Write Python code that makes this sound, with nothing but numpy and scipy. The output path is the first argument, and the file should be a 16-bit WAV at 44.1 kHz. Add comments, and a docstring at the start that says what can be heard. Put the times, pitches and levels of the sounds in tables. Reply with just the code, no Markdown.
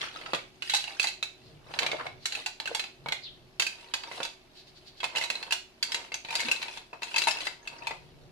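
"""Wooden utensils in a ceramic holder

Wooden spoons and spatulas are dropped into a ceramic holder on a kitchen counter and shuffled about.
Knocks are noise bursts and decaying modes: sticks clack, the counter thuds, the cup wall and hollow ring.
The wire stand pings as decaying sines; sliding, scrapes, a squeak and handling are shaped noise.
Noise echoes stand for a small hard-walled kitchen; room noise and steady sines give an appliance hum.
"""
import sys
import numpy as np
from scipy import signal
from scipy.fft import rfft, irfft, next_fast_len
from scipy.io import wavfile

SR = 44100
rng = np.random.default_rng(int(sys.argv[2]) if len(sys.argv) > 2 else 0)


def wav_out(sig):
    """Save sig, one row per channel (or a flat mono array), as 16-bit PCM at SR to the path in sys.argv[1]."""
    wavfile.write(sys.argv[1], SR, np.round(np.clip(np.atleast_2d(sig).T, -1, 1) * 32767).astype(np.int16))


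N = 366471
TIME = np.arange(N) / SR

# Handle knocks. Each row: start in seconds, clack level in dB, stick mode in Hz,
# share of that mode in the clack from 0 to 1, counter thud in dB, cup hollow in dB.
KNOCK_EVENTS = [(0.0095, -38, 2700, 0, -51.5, -57), (0.16, -39.5, 1300, 0.6, -52.0, -62.0),
                (0.213, -44.0, 2090, 0.4, -55, -54), (0.2611, -38.0, 1300, 0.4, -55, -49.0),
                (0.334, -27.5, 1190, 0.22, -28, -51.0), (0.347, -31, 3970, 0.13, -85, -59.0),
                (0.389, -43, 2260, 0.79, -75, -59), (0.622, -33.5, 2870, 0.54, -53, -60),
                (0.697, -28, 3980, 0.62, -58, -66.0), (0.737, -26, 3850, 0.83, -57, -30),
                (0.747, -27, 3890, 0.6, -79, -55), (0.765, -28.5, 4100, 0.9, -68, -66),
                (0.84, -35.5, 2820, 0.7, -67, -50), (0.876, -39.5, 2740, 0.7, -67.0, -44.5),
                (0.997, -24.5, 2597, 0.75, -44.5, -67.0), (1.016, -34.5, 3380, 0.6, -70.0, -60.0),
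                (1.029, -29.5, 4450, 0.8, -68, -60), (1.041, -29.0, 2050, 0.45, -56, -36.0),
                (1.071, -29, 4050, 0.9, -54, -66.0), (1.081, -34.5, 2680, 0.7, -64, -54),
                (1.227, -29, 3950, 0.68, -55, -46), (1.739, -38.5, 2060, 0.03, -45, -44),
                (1.789, -24, 2260, 0, -55, -46), (1.821, -33, 2270, 0.16, -39, -55),
                (1.831, -30.5, 2200, 0.2, -40, -44), (1.864, -25.5, 2370, 0.3, -41, -65.0),
                (1.916, -29, 2180, 0.45, -46, -47), (2.066, -35.5, 2200, 0.63, -48, -55),
                (2.256, -28.5, 3950, 0.25, -84, -49), (2.323, -34.5, 4100, 0.3, -66, -53),
                (2.351, -33.5, 2590, 0.5, -59, -64.0), (2.461, -30, 2630, 0.6, -73.0, -39.5),
                (2.6, -34.5, 4160, 0.18, -50.0, -44.0), (2.657, -34, 2770, 0.7, -49, -53),
                (2.674, -33.5, 1566, 0.73, -57, -62.0), (2.748, -28.5, 3380, 0.3, -75, -36),
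                (2.795, -31, 4070, 0.06, -50, -62.0), (2.839, -39, 2680, 0, -57, -50.0),
                (3.06, -39.0, 2220, 0.8, -40.5, -37.0), (3.086, -32, 2210, 0.37, -43.5, -49),
                (3.122, -25.5, 2086, 0.37, -47, -41), (3.597, -24.5, 2660, 0, -44.0, -39.5),
                (3.621, -28.5, 4700, 0, -53.0, -53), (3.666, -29.0, 2604, 0.86, -68, -73),
                (3.938, -28, 4750, 0.06, -47, -36), (4.035, -42, 4720, 0.3, -67, -43),
                (4.114, -42.5, 2120, 0.84, -44, -52), (4.203, -38.5, 1388, 0.6, -35.0, -61),
                (4.23, -32.0, 3500, 0.7, -87, -64.0), (4.25, -36.5, 4720, 0.4, -87, -43.5),
                (5.003, -38.5, 3260, 0.6, -61.0, -63), (5.031, -36, 2080, 0.2, -44.5, -34),
                (5.041, -30, 2610, 0.01, -45.5, -40), (5.151, -38, 2040, 0.7, -47, -42),
                (5.159, -30.5, 2770, 0.52, -46, -47), (5.169, -28.5, 2916, 1, -47, -45),
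                (5.182, -32, 5600, 0.1, -52, -42), (5.212, -30.5, 2074, 0.7, -47, -52),
                (5.224, -34.0, 2140, 0.2, -55, -51), (5.238, -32, 4050, 0.6, -70.0, -43),
                (5.301, -27.5, 2716, 0.35, -42.5, -51), (5.354, -34, 4060, 1, -47, -67.0),
                (5.427, -36.5, 4270, 0.54, -56, -47.5), (5.508, -32.5, 2630, 0.66, -72, -45.5),
                (5.523, -23.5, 2850, 0.57, -45.5, -38), (5.827, -25.5, 4720, 0.51, -52, -54),
                (5.919, -31, 5140, 0.2, -59, -70.0), (5.945, -28, 2110, 0.16, -45, -46.5),
                (6.119, -37.5, 2145, 0.9, -48.5, -51), (6.141, -32.5, 6300, 0.37, -82, -46),
                (6.248, -40, 2440, 0.25, -52.0, -53), (6.286, -39, 2420, 0.73, -50, -49),
                (6.306, -33, 2430, 0.9, -62.0, -41), (6.327, -40, 2630, 0.35, -60, -37.5),
                (6.353, -27, 4640, 0.4, -57, -48), (6.394, -34.5, 2160, 0.5, -61, -42),
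                (6.403, -29.5, 2160, 0.63, -67, -59), (6.456, -36.5, 2580, 0.24, -61.0, -60),
                (6.484, -31.5, 2480, 0.4, -39.5, -47.0), (6.514, -24, 2706, 0.99, -56, -45),
                (6.562, -38, 4050, 0.6, -70, -49.0), (6.618, -38, 2480, 0.3, -54, -49.0),
                (6.627, -34, 2300, 0.34, -54, -44), (6.682, -41.5, 2510, 0.7, -68.0, -44),
                (6.773, -41.5, 3450, 0.2, -95, -45.5), (6.93, -44.5, 2560, 1, -45, -41),
                (7.021, -39.5, 1930, 0.3, -48, -45), (7.031, -36, 2510, 0.12, -84, -44.5),
                (7.142, -34.5, 2660, 0.7, -51, -39), (7.161, -26.5, 2670, 0.46, -51, -36),
                (7.181, -25.5, 4520, 0.45, -57, -55.0), (7.218, -28.5, 2720, 0.2, -46, -58),
                (7.237, -32.5, 3990, 0.8, -81, -56), (7.271, -28.5, 2140, 0.5, -37.5, -23.5),
                (7.276, -34.5, 2640, 0.2, -55, -43), (7.284, -29, 2630, 0.4, -85, -61),
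                (7.31, -30.5, 5120, 0.6, -65, -60), (7.37, -39, 2670, 0.83, -64.0, -49),
                (7.405, -37.0, 4650, 0.35, -77, -65.0), (7.469, -30, 2040, 0.53, -45.5, -37.0),
                (7.674, -38.5, 2640, 0.5, -101, -60), (7.821, -46, 2540, 1, -55, -48),
                (7.87, -31, 2420, 0.65, -51, -36), (7.909, -38.5, 2020, 0.7, -41.5, -40)]
# Air resonance of the cup, higher once it is crowded. Each row: time in seconds, pitch in Hz.
HOLLOW_PITCH = [(0, 793), (3.5, 870), (3.9, 912), (8.3, 942)]
# Ceramic wall, damped by the sticks inside.
# Each row: mode in Hz, relative level in dB, ring time in seconds before further damping.
WALL_MODES = [(1549, 3, 0.12), (2182, 10, 0.08), (2285, -8, 0.03), (2602, 19, 0.05), (2730, 3, 0.044),
              (3950, 7, 0.09), (4090, 3, 0.15), (4430, 7.5, 0.077), (4750, 13.5, 0.057), (6710, 5.5, 0.035)]
# Strikes on the wire stand, each spot with its own pitch. 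Each row: start in seconds, Hz, dB.
WIRE_STRIKES = [(6.14, 6740, -36), (7.031, 6780, -41), (7.236, 6780, -36), (7.274, 9560, -20),
                (7.292, 7460, -29), (7.407, 8150, -40)]
# Squeak of a polished handle. Each row: time in seconds, pitch in Hz, level in dB.
SQUEAK_CURVE = [(3.2, 4770, -86), (3.24, 4410, -40.5), (3.275, 3390, -42), (3.3, 3500, -52),
                (3.36, 3330, -69)]
# Place of the touching handles, right at first, then left. Each row: time in seconds, left minus right in dB.
PLACE_CURVE = [(.3, -1.5), (1, -3.5), (3, -2), (5.6, -3), (6.3, 1), (7.2, 3.5), (8, 2.5)]
# Fingers brushing along dry wood. Each row: middle in seconds, Gaussian half length in seconds, dB.
FINGER_SWISHES = [(1.469, 0.04, -60), (2.249, 0.025, -51.5), (4.587, 0.025, -52), (4.683, 0.013, -54),
                  (4.773, 0.015, -54.5), (4.881, 0.013, -49.5), (4.986, 0.013, -52.5)]
# Soft low rumble of an arm reaching or drawing back.
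# Each row: middle in seconds, Gaussian half length in seconds, dB.
ARM_REACHES = [(0.105, 0.53, -68), (1.532, 0.092, -59), (1.83, 0.16, -59.5), (2.146, 0.065, -57),
               (3.07, 0.058, -57.5), (3.41, .13, -63), (4.811, 0.17, -70), (8.3, 0.38, -57.5)]
# Handle juddering on the cup bottom. One row: middle in seconds, Gaussian half length in seconds, dB, Hz.
HANDLE_JUDDER = (6.47, .015, -44, 245)
# Wood dragged in a short jerk. Each row: middle in seconds, Gaussian half length in seconds, Hz, dB.
WOOD_SCRAPES = [(0.044, 0.039, 1380, -43), (0.052, 0.014, 2380, -41), (0.292, 0.0085, 895, -46),
                (1.831, 0.018, 850, -39), (1.94, 0.0098, 570, -34.5), (2.007, 0.0087, 1150, -33),
                (2.073, 0.012, 740, -36.5), (2.714, 0.011, 505, -43), (4.184, 0.0055, 770, -38.5)]
# Handle pushed along its neighbours and the cup. Each row: time of full swell in seconds, hold in seconds,
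# rub gain in dB, rumble gain in dB; sliding() trims both.
SLIDING_STROKES = [(-0.003, 0.03, -36, -50.5), (0.128, 0.23, -51, -52), (0.734, 0.07, -37, -53),
                   (0.885, 0.067, -47.5, -54.5), (1.04, 0.037, -43, -52.5), (1.735, 0.33, -53, -45.5),
                   (2.37, 0.013, -41.5, -50), (2.688, 0.14, -52, -51.5), (3.69, 0.21, -54.5, -58),
                   (4.099, 0.15, -47, -49.5), (5.12, 0.36, -53.5, -51.5), (5.919, 0.14, -51.5, -49),
                   (6.361, 0.15, -39.5, -44.5), (6.588, 0.18, -49.5, -51), (7.119, 0.34, -42.5, -48),
                   (7.676, 0.25, -55, -51.5)]
# Spells away from the cup, utensils gathered and picked up. Each row: start in seconds, end in seconds.
FETCH_SPELLS = [(0, .5), (1.6, 2.2), (2.95, 3.3)]
# Spectrum of two sticks clacking. Each row: frequency in Hz, relative density in dB per Hz.
CLACK_COLOUR = [(700, -6.5), (1100, 2.5), (1600, 7), (2600, 9.5), (4200, 9), (5600, -9), (8000, -18.5),
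                (14000, -68)]
# Spectrum of the bright edge tick. Each row: frequency in Hz, relative density in dB per Hz.
TICK_COLOUR = [(3500, -1.5), (5500, 0.5), (7200, 0.5), (9000, -7.5), (11000, -9.5), (13000, -19.5),
               (16000, -87)]
# Spectrum of the counter thud. Each row: frequency in Hz, relative density in dB per Hz.
THUD_COLOUR = [(60, -34), (150, -9.5), (300, -12), (450, -8.5), (580, 0), (720, -6.5), (1200, -5.5)]
# Spectrum driving the cup hollow. Each row: frequency in Hz, relative density in dB per Hz.
BODY_COLOUR = [(400, -47), (650, -5.5), (900, 2), (1250, -10.5), (1900, -13.5)]
# Spectrum of rubbing wood. Each row: frequency in Hz, relative density in dB per Hz.
RUB_COLOUR = [(900, -59), (1500, -0.5), (2600, 7.5), (4400, 6), (6000, -2.5), (10000, -3), (13000, -18),
              (16000, -45)]
# Spectrum of finger swishes. Each row: frequency in Hz, relative density in dB per Hz.
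SWISH_COLOUR = [(1500, -24), (3000, -15.5), (4400, -6.5), (5500, -19.5), (8000, -30.5), (13000, -40)]
# Spectrum of the room air. Each row: frequency in Hz, relative density in dB per Hz.
ROOM_COLOUR = [(25, 2), (45, -3.5), (79, -6.5), (129, -11.5), (250, -2.5), (310, -5.5), (375, -0.5),
               (440, -21), (620, -4.5), (950, -12.5), (1620, -16.5), (4600, -18.5), (8300, -32.5),
               (12200, -30), (15500, -49)]
# Appliance hum; the two close lines beat. Each row: frequency in Hz, level in dB.
HUM_LINES = [(123.8, -73.5), (358.5, -75), (376.8, -67.5), (446, -77)]
# Stereo likeness of noise. Each row: frequency in Hz, left-right correlation.
STEREO_LIKENESS = [(100, 0.69), (650, 0.65), (1100, 0.11), (2500, 0.0038), (12000, 0.062)]
# Kitchen decay. Each row: frequency in Hz, time to fall 60 dB in seconds.
KITCHEN_DECAY = [(200, 0.19), (600, 0.3), (1500, 0.25), (4000, 0.35), (9000, 0.26), (15000, 0.24)]
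# Spectra of cup rumble, arm rumble and scrape grain. Each row: frequency in Hz, relative dB per Hz.
RUMBLE_COLOUR = [(200, -9.0), (450, -2.5), (800, 0.0), (1300, -3.0), (2000, -12)]
ARM_COLOUR = [(30, 0.0), (80, -1.5), (140, 6.5), (220, -11.0), (400, -6.0)]
GRAIN_COLOUR = [(300, 0), (3000, 0)]

ATTACK_S, CUTOFF_HZ = .012, 15900
ROOM_TONE_DB, ARM_REST_DB = -60, -77
JUDDER_T60_S = .06
SCRAPE_WIDTH = 0.33  # bandwidth as a share of the pitch
STROKE_ATTACK_S, STROKE_RELEASE_DB_PER_S = 0.16, 207
RESTING_RUB_DB, RESTING_RUMBLE_DB = -68, -88  # the bundle between strokes, before the trims of sliding()
TAPS_PER_S, TAP_RISE_S = 70, .0004
WIRE_RISE_S, WIRE_T60_S = .008, .06
# Wood is heavily damped; ring time holds at the reference and falls with this power of the pitch.
STICK_T60_S, STICK_REFERENCE_HZ, STICK_T60_POWER = .048, 2600, 0.34
# Tick level on a medium knock, and its growth in dB per dB of clack.
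MEDIUM_KNOCK_DB, TICK_DB, TICK_GROWTH = -30, -32.5, 1.49
# A blunt end thuds more than this, re its clack, and loses tick in dB per dB.
BLUNT_FROM_DB, BLUNT_DULLING = -50, 0.18
RINGING_DULLS_DB = 4.5  # tick loss when the clack is all stick mode
FLAT_TICK_DB, FLAT_CUP_DB = -7.5, -31  # away from the cup: change of tick and of cup ring
# A handle drives wall modes near its pitch; reach is a share of the pitch, damping a share of ring time.
SYMPATHY_DB, SYMPATHY_REACH, SYMPATHY_DAMPING = 10, .03, 0.33
LONGEST_RING_S, FRAY_HZ = .13, 22  # leaning sticks buzz and fray each mode to this width
WALL_DETUNING, HOLLOW_DETUNING = .012, .02  # spread per knock, share of the pitch


def from_db(db):
    """Decibels to gain."""
    return np.exp(np.asarray(db) * (np.log(10) / 20))


def rms_one(x):
    """Scale to unit rms."""
    return x / np.sqrt(np.mean(x ** 2) + 1e-20)


def attack_one(x):
    """Scale a blow to unit rms over its attack."""
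    return x / np.sqrt(np.mean(x[..., :int(ATTACK_S * SR)] ** 2) + 1e-20)


def at_time(curve, s):
    """Read a two-column curve at a time."""
    return np.interp(s, *np.transpose(curve))


def at_hz(points, hz):
    """Read a table on a log-frequency axis."""
    table_hz, values = np.transpose(points)
    return np.interp(np.log(np.maximum(hz, 1)), np.log(table_hz), values)


def add(out, s, sound):
    """Mix a sound in at a given time."""
    start = int(s * SR)
    out[:, start:start + sound.shape[-1]] += sound[:, :N - start]


def ring(x, hz, t60_s):
    """Two-pole resonator: a unit click rings a decaying cosine of height 1."""
    radius, turn = from_db(-60 / (t60_s * SR)), 2 * np.pi * hz / SR
    feedback = [1, -2 * radius * np.cos(turn), radius * radius]
    return signal.lfilter([1, -radius * np.cos(turn)], feedback, x + 1e-18)


def decaying_modes(hz, t60_s, t):
    """Complex tones that fall 60 dB in their ring time."""
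    return np.exp(np.outer(2j * np.pi * hz - np.log(1000) / t60_s, t))


def spread_modes(strength, modes):
    """Sum ringing modes; each reaches the two channels a quarter turn apart."""
    quarter = np.outer([0, 1], rng.choice([-1, 1], len(modes))) / 4
    turns = rng.random(len(modes)) + quarter
    return ((strength * np.exp(2j * np.pi * turns)) @ modes).imag


def filtered_noise(sos, size):
    """Independent white noise in two channels, through a filter."""
    return signal.sosfilt(sos, rng.standard_normal((2, size)))


def coloured(spectrum, drive=1):
    """Unit-rms stereo noise of a given colour, its channels most alike in the bass."""
    hz = np.linspace(0, SR / 2, next_fast_len(N) // 2 + 1)
    mid, side = rfft(rng.standard_normal((2, N)) * drive, 2 * (len(hz) - 1))
    alike = np.clip(at_hz(STEREO_LIKENESS, hz), -1, 1)
    pair = np.sqrt(1 + alike) * mid + np.sqrt(1 - alike) * side * [[1], [-1]]
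    low_skirt = np.minimum(hz / spectrum[0][0], 1) ** 2
    high_skirt = np.maximum(hz / spectrum[-1][0], 1) ** -2.0
    gain = low_skirt * high_skirt * from_db(at_hz(spectrum, hz))
    return rms_one(irfft(pair * gain)[:, :N])


def swell(middle_s, half_s):
    """A Gaussian stroke that comes and goes."""
    return np.exp(-.5 * ((TIME - middle_s) / half_s) ** 2)


def slips(per_s, spread_db, t60_s, smooth):
    """Force of a sliding contact: uneven little catches over steady friction."""
    heights = from_db(spread_db * np.minimum(rng.exponential(1, N), 3))
    catches = (rng.random(N) < per_s / SR) * heights
    return rms_one(ring(catches, 0, t60_s)) + smooth


def background():
    """Room air as coloured noise, and the steady sine lines of an appliance."""
    hum = 0
    for hz, level_db in HUM_LINES:
        hum = hum + from_db(level_db) * np.sqrt(2) * np.sin(2 * np.pi * (hz * TIME + rng.random()))
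    return from_db(ROOM_TONE_DB) * coloured(ROOM_COLOUR) + hum


def kitchen(x, first_echo_s=0.00067, size=26000):
    """Dense wall echoes that die at their own rate in each octave."""
    t, tail = TIME[:size], 0
    edges_hz = np.geomspace(125, 16000, 8)
    for low_hz, high_hz in zip(edges_hz, edges_hz[1:]):
        band = filtered_noise(signal.butter(2, [low_hz, high_hz], "band", fs=SR, output="sos"), size)
        t60_s = at_hz(KITCHEN_DECAY, np.sqrt(low_hz * high_hz))
        tail = tail + band * np.exp(-np.log(1000) * t / t60_s)
    onset = np.minimum(t / first_echo_s, 1) ** 2
    tail = rms_one(tail * onset) / np.sqrt(size)
    return signal.fftconvolve(x, tail, axes=1)[:, :N]


def swishes():
    """Fingers brush dry wood: swells of coloured noise."""
    level = sum(from_db(db) * swell(s, half_s) for s, half_s, db in FINGER_SWISHES)
    return level * coloured(SWISH_COLOUR)


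def arms():
    """Arm movements: low noise that swells over a faint floor."""
    level = sum(from_db(db) * swell(s, half_s) for s, half_s, db in ARM_REACHES)
    return (from_db(ARM_REST_DB) + level) * coloured(ARM_COLOUR)


def judder():
    """A dragged handle excites one low resonance with noise."""
    s, half_s, level_db, hz = HANDLE_JUDDER
    resonance = rms_one(ring(coloured([(hz, 0), (2 * hz, 0)]), hz, JUDDER_T60_S))
    return from_db(level_db) * swell(s, half_s) * resonance


def squeak(width_hz=330):
    """A short, rough whistle of friction, falling overall: a sine times slow noise."""
    s, curve_hz, curve_db = np.transpose(SQUEAK_CURVE)
    hz, level_db = np.interp(TIME, s, curve_hz), np.interp(TIME, s, curve_db)
    rough = rms_one(filtered_noise(signal.butter(2, width_hz, fs=SR, output="sos"), N))
    sounding = (TIME > s[0]) & (TIME < s[-1])
    whistle = np.sqrt(2) * np.sin(2 * np.pi * np.cumsum(hz) / SR)
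    return sounding * from_db(level_db) * rough * whistle


def scrapes():
    """Each jerk is a grainy groan: uneven friction through a broad resonance."""
    out, t = np.zeros((2, N)), TIME[:SR // 6]
    grain = coloured(GRAIN_COLOUR, slips(per_s=110, spread_db=1.5, t60_s=0.009, smooth=0.84))
    for s, half_s, hz, level_db in WOOD_SCRAPES:
        start_s = max(s - len(t) / SR / 2, 0)
        piece = grain[:, int(start_s * SR):][:, :len(t)]
        groan = rms_one(ring(piece, hz, np.log(1000) / (np.pi * SCRAPE_WIDTH * hz)))
        shape = np.exp(-.5 * ((start_s + t - s) / half_s) ** 2)
        add(out, start_s, from_db(level_db) * groan * shape)
    return out


def stroke_levels():
    """Each stroke swells, holds and dies away: gains of the rub and of the cup's rumble."""
    rub, rumble = from_db(RESTING_RUB_DB), from_db(RESTING_RUMBLE_DB)
    for s, hold_s, rub_db, rumble_db in SLIDING_STROKES:
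        attack = np.clip((TIME - s) / STROKE_ATTACK_S + 1, 0, 1) ** 2
        shape = attack * from_db(-STROKE_RELEASE_DB_PER_S * np.clip(TIME - s - hold_s, 0, 1))
        rub = np.maximum(rub, from_db(rub_db) * shape)
        rumble = np.maximum(rumble, from_db(rumble_db) * shape)
    return rub, rumble


def light_taps(t60_s=0.036, spread_db=4, low_hz=1300, high_hz=6500, count=5):
    """Loose handles touch one after another; each touch rings a few short-lived modes of its own."""
    out, t = np.zeros((2, N)), TIME[:SR // 25]
    for s in np.arange(0, TIME[-1] - 1 / TAPS_PER_S, 1 / TAPS_PER_S):
        hz = low_hz * (high_hz / low_hz) ** rng.random(count)
        strength = from_db(at_hz(RUB_COLOUR, hz)) * np.exp(2j * np.pi * rng.random((2, count)))
        touch = (strength @ decaying_modes(hz, t60_s, t)).imag
        tap = rms_one(touch * np.minimum(t / TAP_RISE_S, 1))
        add(out, s + rng.random() / TAPS_PER_S, from_db(spread_db * rng.uniform(-1.1, 1)) * tap)
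    return rms_one(out)


def sliding(rub_db=-5, rumble_db=-2, wall_db=-10, hollow_db=-5, hollow_t60_s=0.11, taps_db=-1):
    """Rubbing wood hisses in grains, taps lightly and keeps the cup's wall and air sounding."""
    rub_gain, rumble_gain = stroke_levels()
    rub = coloured(RUB_COLOUR, slips(per_s=83, spread_db=5.0, t60_s=0.22, smooth=0.49))
    # the heavy cup evens out the catches
    rumble = coloured(RUMBLE_COLOUR, slips(per_s=230, spread_db=-0.5, t60_s=0.03, smooth=0.24))
    wall = rms_one(sum(from_db(db) * ring(rub, hz, t60_s / 2) for hz, db, t60_s in WALL_MODES))
    # the hollow rises in pitch as the cup fills
    crowded = np.interp(TIME, [HOLLOW_PITCH[1][0], HOLLOW_PITCH[2][0]], [0, 1])
    empty_air = ring(rumble, HOLLOW_PITCH[0][1], hollow_t60_s)
    full_air = ring(rumble, HOLLOW_PITCH[-1][1], hollow_t60_s)
    air = rms_one((1 - crowded) * empty_air + crowded * full_air)
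    in_cup = ~np.any([(TIME >= start) & (TIME < end) for start, end in FETCH_SPELLS], axis=0)
    wood = from_db(rub_db) * (rub + from_db(wall_db) * wall) + from_db(taps_db) * light_taps()
    cup = from_db(rumble_db) * (rumble + from_db(hollow_db) * in_cup * air)
    return rub_gain * wood + rumble_gain * cup


def wire():
    """The steel stand gives thin, high sine pings that swell for a moment and decay."""
    out, t = np.zeros((2, N)), TIME[:SR // 4]
    shape = (1 - np.exp(-t / WIRE_RISE_S)) * np.exp(-np.log(1000) * t / WIRE_T60_S)
    for s, hz, level_db in WIRE_STRIKES:
        add(out, s, from_db(level_db) * shape * np.sin(2 * np.pi * hz * t)[None])
    return out


def burst(noise, s, t60_s, rise_s=0.0003, size=9000):
    """Crowded, heavily damped modes: noise that starts almost at once and dies."""
    t, start = TIME[:size], min(int(s * SR), N - size)
    shape = (1 - np.exp(-t / rise_s)) * from_db(-60 * t / t60_s)
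    return attack_one(noise[:, start:start + size] * shape)


def bending(hz, t, weak_plane_db=-5, rise_s=0.0003):
    """An oval handle bends in two planes at slightly different pitches, one of them more strongly."""
    planes_hz = hz * (1 + rng.choice([-1, 1]) * np.array([-.01, .04]))
    t60_s = STICK_T60_S * (STICK_REFERENCE_HZ / hz) ** STICK_T60_POWER
    modes = decaying_modes(planes_hz, t60_s, t)
    return attack_one(spread_modes(from_db([0, weak_plane_db]), modes) * (1 - np.exp(-t / rise_s)))


def overtones(t, t60_s=0.049, count=11, low_hz=1400, high_hz=7500):
    """The two touching sticks ring briefly in a comb of unevenly spaced modes."""
    hz = low_hz * (high_hz / low_hz) ** ((np.arange(count) + rng.random(count)) / count)
    strength = from_db(at_hz(CLACK_COLOUR, hz)) * np.sqrt(hz)
    return attack_one(spread_modes(strength, decaying_modes(hz, t60_s, t)))


def stick_clack(clack, chatter, s, stick_hz, share, t):
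    """One stick mode against a crack of noise and overtones; loose neighbours chatter after the blow."""
    crack = attack_one(burst(clack, s, t60_s=0.035) + from_db(1) * overtones(t))
    wood = attack_one(np.sqrt(share) * bending(stick_hz, t) + np.sqrt(1 - share) * crack)
    chatter_gain = from_db(-12 - 60 * t / 0.02)
    return wood + chatter_gain * chatter[:, int(s * SR):][:, :len(t)]


def cup_hollow(body, s, air_share=0.63):
    """A short contact rings the cup's air over a duller body of noise."""
    hz = at_time(HOLLOW_PITCH, s) * (1 + HOLLOW_DETUNING * rng.standard_normal())
    # another slice of the noise keeps the two parts unrelated
    air = attack_one(ring(burst(body, s + ATTACK_S, t60_s=0.026), hz, t60_s=0.026))
    return attack_one(np.sqrt(air_share) * air + np.sqrt(1 - air_share) * burst(body, s, t60_s=0.13))


def cup_wall(stick_hz, brightness_db, away_db, t, cup_db=-18, spread_db=7, rise_s=0.0046):
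    """Ceramic modes, uneven at every spot, detuned and frayed by the leaning sticks."""
    hz, mode_db, t60_s = np.transpose(WALL_MODES)
    hz = hz * (1 + WALL_DETUNING * rng.standard_normal(len(hz)))
    # only a hard, bright contact reaches the high modes
    hardness_db = np.interp(hz, [3500, 6500], [0, min(brightness_db + 11.0, 6)])
    # modes near the handle's own pitch are driven harder and drained sooner
    near = np.exp(-.5 * (np.log(hz / stick_hz) / SYMPATHY_REACH) ** 2)
    t60_s = np.minimum(t60_s * (1 - SYMPATHY_DAMPING * near), LONGEST_RING_S)
    spot_db = spread_db * np.tanh(rng.standard_normal(len(hz)))
    strength = from_db(mode_db + hardness_db + SYMPATHY_DB * near + cup_db + away_db + spot_db)
    # each mode's phase wanders at random
    wander = np.cumsum(rng.standard_normal((len(hz), len(t))), axis=1)
    fray = np.exp(1j * wander * np.sqrt(2 * np.pi * FRAY_HZ / SR))
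    modes = np.exp((2j * np.pi * hz - np.log(1000) / t60_s)[:, None] * t) * fray
    return spread_modes(strength, modes) * np.minimum(t / rise_s, 1)


def push(t):
    """The counter gives way once under a blunt end: a short, solid pulse."""
    band = signal.butter(2, [330, 1100], "band", fs=SR, output="sos")  # Hz
    return attack_one(signal.sosfilt(band, (t == 0) + 1e-18))


def tick_level(clack_db, thud_db):
    """Hard knocks tick strongly; thudding, blunt ones tick less."""
    blunt_db = max(thud_db - clack_db - BLUNT_FROM_DB, 0)
    return TICK_DB + TICK_GROWTH * (clack_db - MEDIUM_KNOCK_DB) - BLUNT_DULLING * blunt_db


def contact(s):
    """Utensils lying flat are damped: the change of tick (dB) and of the cup's ring (dB)."""
    if any(start < s < end for start, end in FETCH_SPELLS):
        return FLAT_TICK_DB, FLAT_CUP_DB
    return 0, 0


def knocks():
    """Each contact clacks the stick, thuds the counter and rings the cup's air and wall."""
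    out, t = np.zeros((2, N)), TIME[:9000]
    clack, tick, thud, body = [coloured(c) for c in (CLACK_COLOUR, TICK_COLOUR, THUD_COLOUR, BODY_COLOUR)]
    chatter = coloured(CLACK_COLOUR, slips(per_s=270, spread_db=-14.0, t60_s=0.0072, smooth=0.049))
    for s, clack_db, stick_hz, share, thud_db, hollow_db in KNOCK_EVENTS:
        dull_db, away_db = contact(s)
        tick_db = tick_level(clack_db, thud_db) + dull_db - RINGING_DULLS_DB * share
        wood = stick_clack(clack, chatter, s, stick_hz, share, t)
        wall = cup_wall(stick_hz, tick_db - clack_db, away_db, t)
        counter = attack_one(burst(thud, s, t60_s=0.14) + push(t))
        blow = from_db(clack_db) * (wood + wall)
        blow += from_db(hollow_db) * cup_hollow(body, s)
        blow += from_db(thud_db) * counter
        blow += from_db(tick_db) * burst(tick, s, t60_s=0.071)
        pan_db = at_time(PLACE_CURVE, s)
        sides = rms_one(from_db(np.array([[pan_db], [-pan_db]]) / 2))
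        add(out, s, blow * sides)
    return out


def scene(room_db=-7):
    """The utensils close by, the kitchen behind them."""
    handling = swishes() + arms() + judder()
    utensils = handling + squeak() + scrapes() + sliding() + wire() + knocks()
    return background() + from_db(room_db) * kitchen(utensils) + utensils


def record(dry):
    """The top is cut steeply."""
    return signal.sosfilt(signal.ellip(10, .2, 80, CUTOFF_HZ, fs=SR, output="sos"), dry)


dry = scene()
out = record(dry)
wav_out(out)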